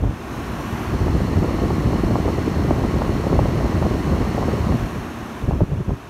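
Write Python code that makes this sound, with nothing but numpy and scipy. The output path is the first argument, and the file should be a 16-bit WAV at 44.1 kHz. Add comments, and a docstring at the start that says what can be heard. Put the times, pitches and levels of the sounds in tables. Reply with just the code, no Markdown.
"""A window air conditioner runs in a room: its compressor buzzes under the rush of the blower.
The microphone starts beside the vent, catches one gust, and after a second moves into the air stream.
There eddies buffet its port with a lumpy rumble, soft thumps and dull pops.
Near the end it backs away, crosses the edge of the jet once more and leaves it."""
import sys
import numpy as np
from scipy import signal
from scipy.fft import rfft, irfft
from scipy.io import wavfile
from scipy.ndimage import uniform_filter1d

SR = 44100
rng = np.random.default_rng(int(sys.argv[2]) if len(sys.argv) > 2 else 0)


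def dump(signal):
    """Clip the signal to [-1, 1] and save it as 16-bit WAV at the path in sys.argv[1]."""
    limited = np.clip(np.atleast_2d(signal).T, -1, 1)
    pcm = np.round(limited * 32767).astype(np.int16)
    wavfile.write(sys.argv[1], SR, pcm)


N = 268569


def from_db(db):
    """Decibels to gain."""
    return 10 ** (np.asarray(db) / 20)


def unit_rms(x):
    """Scale to an rms of 1."""
    return x / np.sqrt(np.mean(x ** 2) + 1e-20)


def automation(rows):
    """Breakpoints to one curve for each column after the time."""
    times, *columns = np.transpose(rows)
    return [np.interp(np.arange(N) / SR, times, column) for column in columns]


def drift(rate_hz):
    """Smooth random wandering with an rms of 1."""
    hz = np.arange(N // 2 + 1) * SR / N
    return unit_rms(irfft(rfft(rng.standard_normal(N)) / (1 + (hz / rate_hz) ** 2), N))


def equalise(x, eq):
    """Shape x with an EQ curve that falls 21 dB an octave past both ends; rms 1."""
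    hz, db = np.transpose(eq)
    octave, points = np.log2(np.arange(1, N // 2 + 2) * SR / N), np.log2(hz)
    outside = np.abs(octave - np.clip(octave, points[0], points[-1]))
    gain = from_db(np.interp(octave, points, db) - 21 * outside)
    return unit_rms(irfft(rfft(x) * gain, N))


# The microphone's move past the vent: time_s, front_share (0-1), cabinet_echo_ms
MIC_PATH = [(0, 0, 0.83), (.35, 0.07, 0.77), (.84, 0.06, 0.65), (.97, 0.94, 0.71), (4.68, 1, 0.74),
            (4.82, 0.13, .7), (5.4, 0, 0.82), (6.09, 0, 1.4)]


def in_front():
    """Where the microphone is: 0 beside the vent, 1 in front of it."""
    return np.clip(automation(MIC_PATH)[0], 0, 1)


def harmonics(turns, partials, waver_db):
    """Sines on multiples of the shaft rate, each wavering in level on its own."""
    return sum(from_db(db + waver_db * drift(1.6)) * np.sin(2 * np.pi * (round(k) * turns + rng.random()))
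               for k, db in partials)


# The compressor's hum at the usual distance: shaft_multiple, level_db
HUM_TONES = [(1, -42), (2, -37.5), (4, -36), (12, -49), (17, -49), (18, -48), (19, -42.5), (24, -54),
             (32, -51.5), (34, -58)]
# Resonances of its shell, which colour the buzz: centre_hz, width_hz, level_db
SHELL_RESONANCES = [(2983, 219.3, -61), (4313, 57, -63), (5300, 150, -65.5), (6190, 600, -71),
                    (9300, 300, -76)]
SHAFT_HZ = 57.61


def compressor(turns, fader_db):
    """The strokes hum through the cabinet and buzz in the shell's resonances, louder close to the vent."""
    buzz = []
    for hz, width, db in SHELL_RESONANCES:
        for k in range(int((hz - width) / SHAFT_HZ), int((hz + width) / SHAFT_HZ) + 2):
            detune = 2 * (k * SHAFT_HZ - hz) / width
            buzz.append((k, db - 10 * np.log10(1 + detune ** 2)))
    nearness = from_db(fader_db - np.median(fader_db))
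    return nearness * (harmonics(turns, HUM_TONES, waver_db=2.0) + harmonics(turns, buzz, waver_db=3.0))


# Fine, airy top from the lip of the vent: freq_hz, gain_db
SIZZLE_EQ = [(8500, -8), (9400, -5), (10400, -14), (11200, -1), (13000, 0), (14300, -7), (15600, -20)]


def lip_sizzle(fader_db, usual_db=-57, falloff=2.6):
    """Air tearing off the lip of the vent sizzles; it carries only a short way, and only to the side."""
    level_db = usual_db + falloff * (fader_db - np.median(fader_db))
    return from_db(level_db) * np.sqrt(1 - in_front()) * equalise(rng.standard_normal(N), SIZZLE_EQ)


# Fader ride on the blower as the microphone moves: time_s, gain_db
BLOWER_FADER = [(0, -48.5), (.36, -42), (.78, -40), (1.8, -39.5), (3.3, -39.5), (4.63, -39), (5.0, -43),
                (5.41, -44.5), (5.66, -49.3), (6.09, -49)]
# Body of the duct's rush, in front of the vent and beside it: freq_hz, gain_db
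RUSH_FRONT_EQ = [(25, -23), (55, 1), (110, 5), (230, 5.5), (370, 3.5), (500, -9.5), (700, -3.5), (850, -5),
                 (1200, -5.5), (1450, -11), (1750, -12), (2000, -11), (2450, -16.5), (2900, -17),
                 (3600, -28.5)]
RUSH_ASIDE_EQ = [(25, -25), (55, -2.5), (110, -1.5), (240, 4.5), (370, 2), (500, -7), (700, -2.5),
                 (830, -5), (1100, -4), (1350, -7.5), (1650, -9), (2050, -14.5), (2650, -14), (3700, -26.5)]
# Bright louvre hiss from the same two positions: freq_hz, gain_db
HISS_FRONT_EQ = [(2400, -18), (3400, -1.5), (4100, 3), (4330, 6.5), (4550, 0), (4960, -4.5), (5250, 0.3),
                 (6400, -2), (7800, -7.5), (9200, -7.5), (10400, -12), (12300, -10.5), (13200, -8),
                 (15600, -21)]
HISS_ASIDE_EQ = [(2400, -20), (3400, 2.5), (4300, 0.5), (4950, -5), (5400, 0.5), (6300, 1), (7800, -6.5),
                 (9300, -5), (10400, -10), (11200, -5), (12200, -9), (12900, -6), (14300, -12),
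                 (15600, -16)]


def blower(turns, fader_db, rush_db=11.5, hiss_db=-6.5, throb=0.058, echo=0.19):
    """Air rushes through the duct and hisses at the louvres; the hiss throbs with each compressor stroke."""
    front, aside = np.sqrt(in_front()), np.sqrt(1 - in_front())
    rush_front, hiss_front, rush_aside, hiss_aside = rng.standard_normal((4, N))
    # beside the vent the cabinet's echo combs the hiss, and the comb glides as the microphone moves
    now, lag_ms = np.arange(N), automation(MIC_PATH)[1]
    combed = hiss_aside + echo * np.interp(now - lag_ms * SR / 1000, now, hiss_aside)
    rush = front * equalise(rush_front, RUSH_FRONT_EQ) + aside * equalise(rush_aside, RUSH_ASIDE_EQ)
    hiss = front * equalise(hiss_front, HISS_FRONT_EQ) + aside * equalise(combed, HISS_ASIDE_EQ)
    strokes = 1 + throb * np.cos(2 * np.pi * turns)
    return from_db(fader_db) * (from_db(rush_db) * rush + from_db(hiss_db) * hiss * strokes)


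def turbulence(eq, lumpy_db, lump_hz, steady_s):
    """Pressure that comes in quick lumps, while its mean power over steady_s stays level."""
    lumps = equalise(rng.standard_normal(N) * from_db(lumpy_db * drift(lump_hz)), eq)
    return lumps / np.sqrt(uniform_filter1d(lumps ** 2, int(steady_s * SR)) + 1e-6)


# Large eddies, each a soft thump of wind: peak_s, level_db, length_s
GUST_CUES = [(0.046, -15.5, 0.066), (0.732, -21.5, 0.019), (.888, -18, 0.018), (.942, -17, 0.025),
             (1.025, -16.5, 0.04), (1.095, -17.5, 0.028), (1.152, -14, 0.028), (1.232, -16.5, 0.031),
             (1.374, -12, 0.029), (1.869, -16.5, .035), (2.107, -19, 0.024), (2.598, -16.5, .03),
             (2.854, -22.5, 0.031), (2.954, -15, .03), (3.39, -15.5, .08), (3.64, -19, 0.026),
             (3.76, -17, 0.027), (4.123, -15, 0.024), (4.196, -17, 0.033), (4.615, -20, .06),
             (4.73, -14, 0.027), (4.83, -19.5, 0.033), (4.965, -24, 0.047), (5.439, -21, .024),
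             (5.487, -14, 0.016), (5.544, -15.5, 0.031), (5.618, -9.5, 0.018), (5.725, -19, 0.052),
             (5.796, -19.5, .03), (5.901, -17, 0.043)]


def gust_envelope(rise_share=0.39):
    """Each large eddy swells quickly and fades more slowly; the powers add."""
    t, power = np.arange(N) / SR, 0
    for peak_s, db, length_s in GUST_CUES:
        half_power_s = length_s * np.where(t < peak_s, rise_share, 1 - rise_share)
        away = np.abs(t - peak_s) / half_power_s
        power = power + from_db(db) ** 2 * .5 ** np.minimum(away, 10) ** 2
    return np.sqrt(power)


# Bed of wind on the port as the microphone enters and leaves the jet: time_s, level_db
WIND_BED = [(0, -34), (.15, -43), (.33, -31.5), (.85, -29.5), (1.0, -26), (1.3, -26.5), (1.5, -23),
            (2.0, -21), (2.38, -23), (2.6, -21), (3.2, -23.5), (3.45, -21.5), (4.05, -23), (4.7, -24),
            (5.2, -36.5), (5.38, -43), (5.55, -27.5), (6.0, -50)]
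# Deep rumble of large eddies and low-mid flutter of small ones: freq_hz, gain_db
RUMBLE_EQ = [(20, -35), (30, -16), (40, -5.5), (55, 0), (80, 0.4), (120, -4.5), (200, -9), (300, -18.5),
             (500, -28), (900, -43)]
FLUTTER_EQ = [(80, -34), (150, 1), (250, 1.5), (370, 1), (480, -6), (620, -8), (850, -17.5), (1200, -20.5),
              (1450, -28), (2500, -48)]


def buffeting(swell_db=2.5, swell_hz=15, flutter_aside_db=-7.5, flutter_front_db=-3, gust_flutter_db=-12.5):
    """Large eddies rumble on the port; they break into small ones, which flutter most in the jet's core."""
    stream = from_db(automation(WIND_BED)[0] + swell_db * drift(swell_hz))
    gust = gust_envelope()
    breakup = from_db(flutter_aside_db + (flutter_front_db - flutter_aside_db) * in_front())
    flutter_level = np.hypot(breakup * stream, from_db(gust_flutter_db) * gust)
    rumble = np.hypot(stream, gust) * turbulence(RUMBLE_EQ, lumpy_db=3.0, lump_hz=15.5, steady_s=0.0423)
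    flutter = flutter_level * turbulence(FLUTTER_EQ, lumpy_db=5.5, lump_hz=102, steady_s=.05)
    return from_db(-.5) * rumble + from_db(0.16) * flutter


def lesser_eddies(per_s=5, above_bed_db=2.5, spread_db=2, centre_hz=480, spread_octaves=0.26):
    """Cues for weaker pops, which come at random in the core of the jet and follow the wind's level."""
    softness, pitch = rng.standard_normal((2, N))
    hits = np.flatnonzero(rng.random(N) < per_s * in_front() / SR)
    peak_db = automation(WIND_BED)[0] + above_bed_db - spread_db * softness
    return [(i / SR, peak_db[i], centre_hz * 2 ** (spread_octaves * pitch[i])) for i in hits]


def with_trails(eddies, mean_gap_s=0.00603, loss_db=6.5):
    """Every eddy is followed by a weaker one, a few milliseconds behind."""
    gaps = mean_gap_s * (.5 + rng.random(len(eddies)))
    return eddies + [(s + gap, db - loss_db, hz) for (s, db, hz), gap in zip(eddies, gaps)]


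# The featured pops, small eddies striking the port: peak_s, peak_db, pitch_hz
POP_CUES = [(.039, -14, 394), (1.083, -11, 523), (1.446, -11, 300), (1.599, -19, 510), (1.7055, -13.5, 620),
            (1.906, -15, 444), (1.934, -12, 440), (2.157, -4.5, 583), (2.28, -9, 510), (2.479, -8.5, 227),
            (2.709, -3.5, 470), (2.839, -13.5, 750), (3.02, -7, 610), (3.241, -14, 530), (3.269, -8.5, 320),
            (3.33, -10, 400), (3.392, -2.5, 470), (3.726, -14, 497), (3.826, -8, 517), (4.381, -9.5, 400),
            (4.428, -9.5, 450), (4.483, -11.5, 397), (4.724, -14.5, 480), (5.511, -12, 544),
            (5.607, -10.5, 454), (5.615, -8.5, 220), (5.907, -16.5, 520)]


def eddy_pops(band_ratio=1.74, port_hz=1220):
    """An eddy that hits the port squarely gives one sharp swing of pressure, slower for a larger eddy."""
    pops, kick = np.zeros(N), signal.unit_impulse(SR // 10)
    port = signal.butter(6, port_hz, fs=SR, output="sos")   # eddies smaller than the port average out
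    for peak_s, peak_db, hz in with_trails(POP_CUES + lesser_eddies()):
        band = signal.butter(2, [hz / band_ratio, hz * band_ratio], "band", fs=SR, output="sos")
        swing = signal.sosfilt(np.vstack([band, port]), kick)
        attack_samples = np.argmax(np.abs(signal.hilbert(swing)))
        start = max(int(peak_s * SR) - attack_samples, 0)
        pop = from_db(peak_db) * swing / np.abs(swing).max()
        pops[start:start + len(pop)] += pop[:N - start]
    return pops


def scene():
    """The running unit and the wind on the port, in mono."""
    fader_db, = automation(BLOWER_FADER)
    turns = np.cumsum(SHAFT_HZ * (1 + .0003 * drift(3))) / SR   # of the compressor's shaft
    unit = blower(turns, fader_db) + lip_sizzle(fader_db) + compressor(turns, fader_db)
    return (unit + buffeting() + eddy_pops())[None]


def record(dry):
    """The microphone loses the deepest bass, rounds the hardest swings and cuts the top."""
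    bass_cut = signal.butter(2, 30, "high", fs=SR, output="sos")
    top_cut = signal.ellip(12, .1, 90, 15700, fs=SR, output="sos")
    rounded = np.tanh(signal.sosfilt(bass_cut, dry))
    return signal.sosfilt(top_cut, rounded)


dry = scene()
out = record(dry)
dump(out)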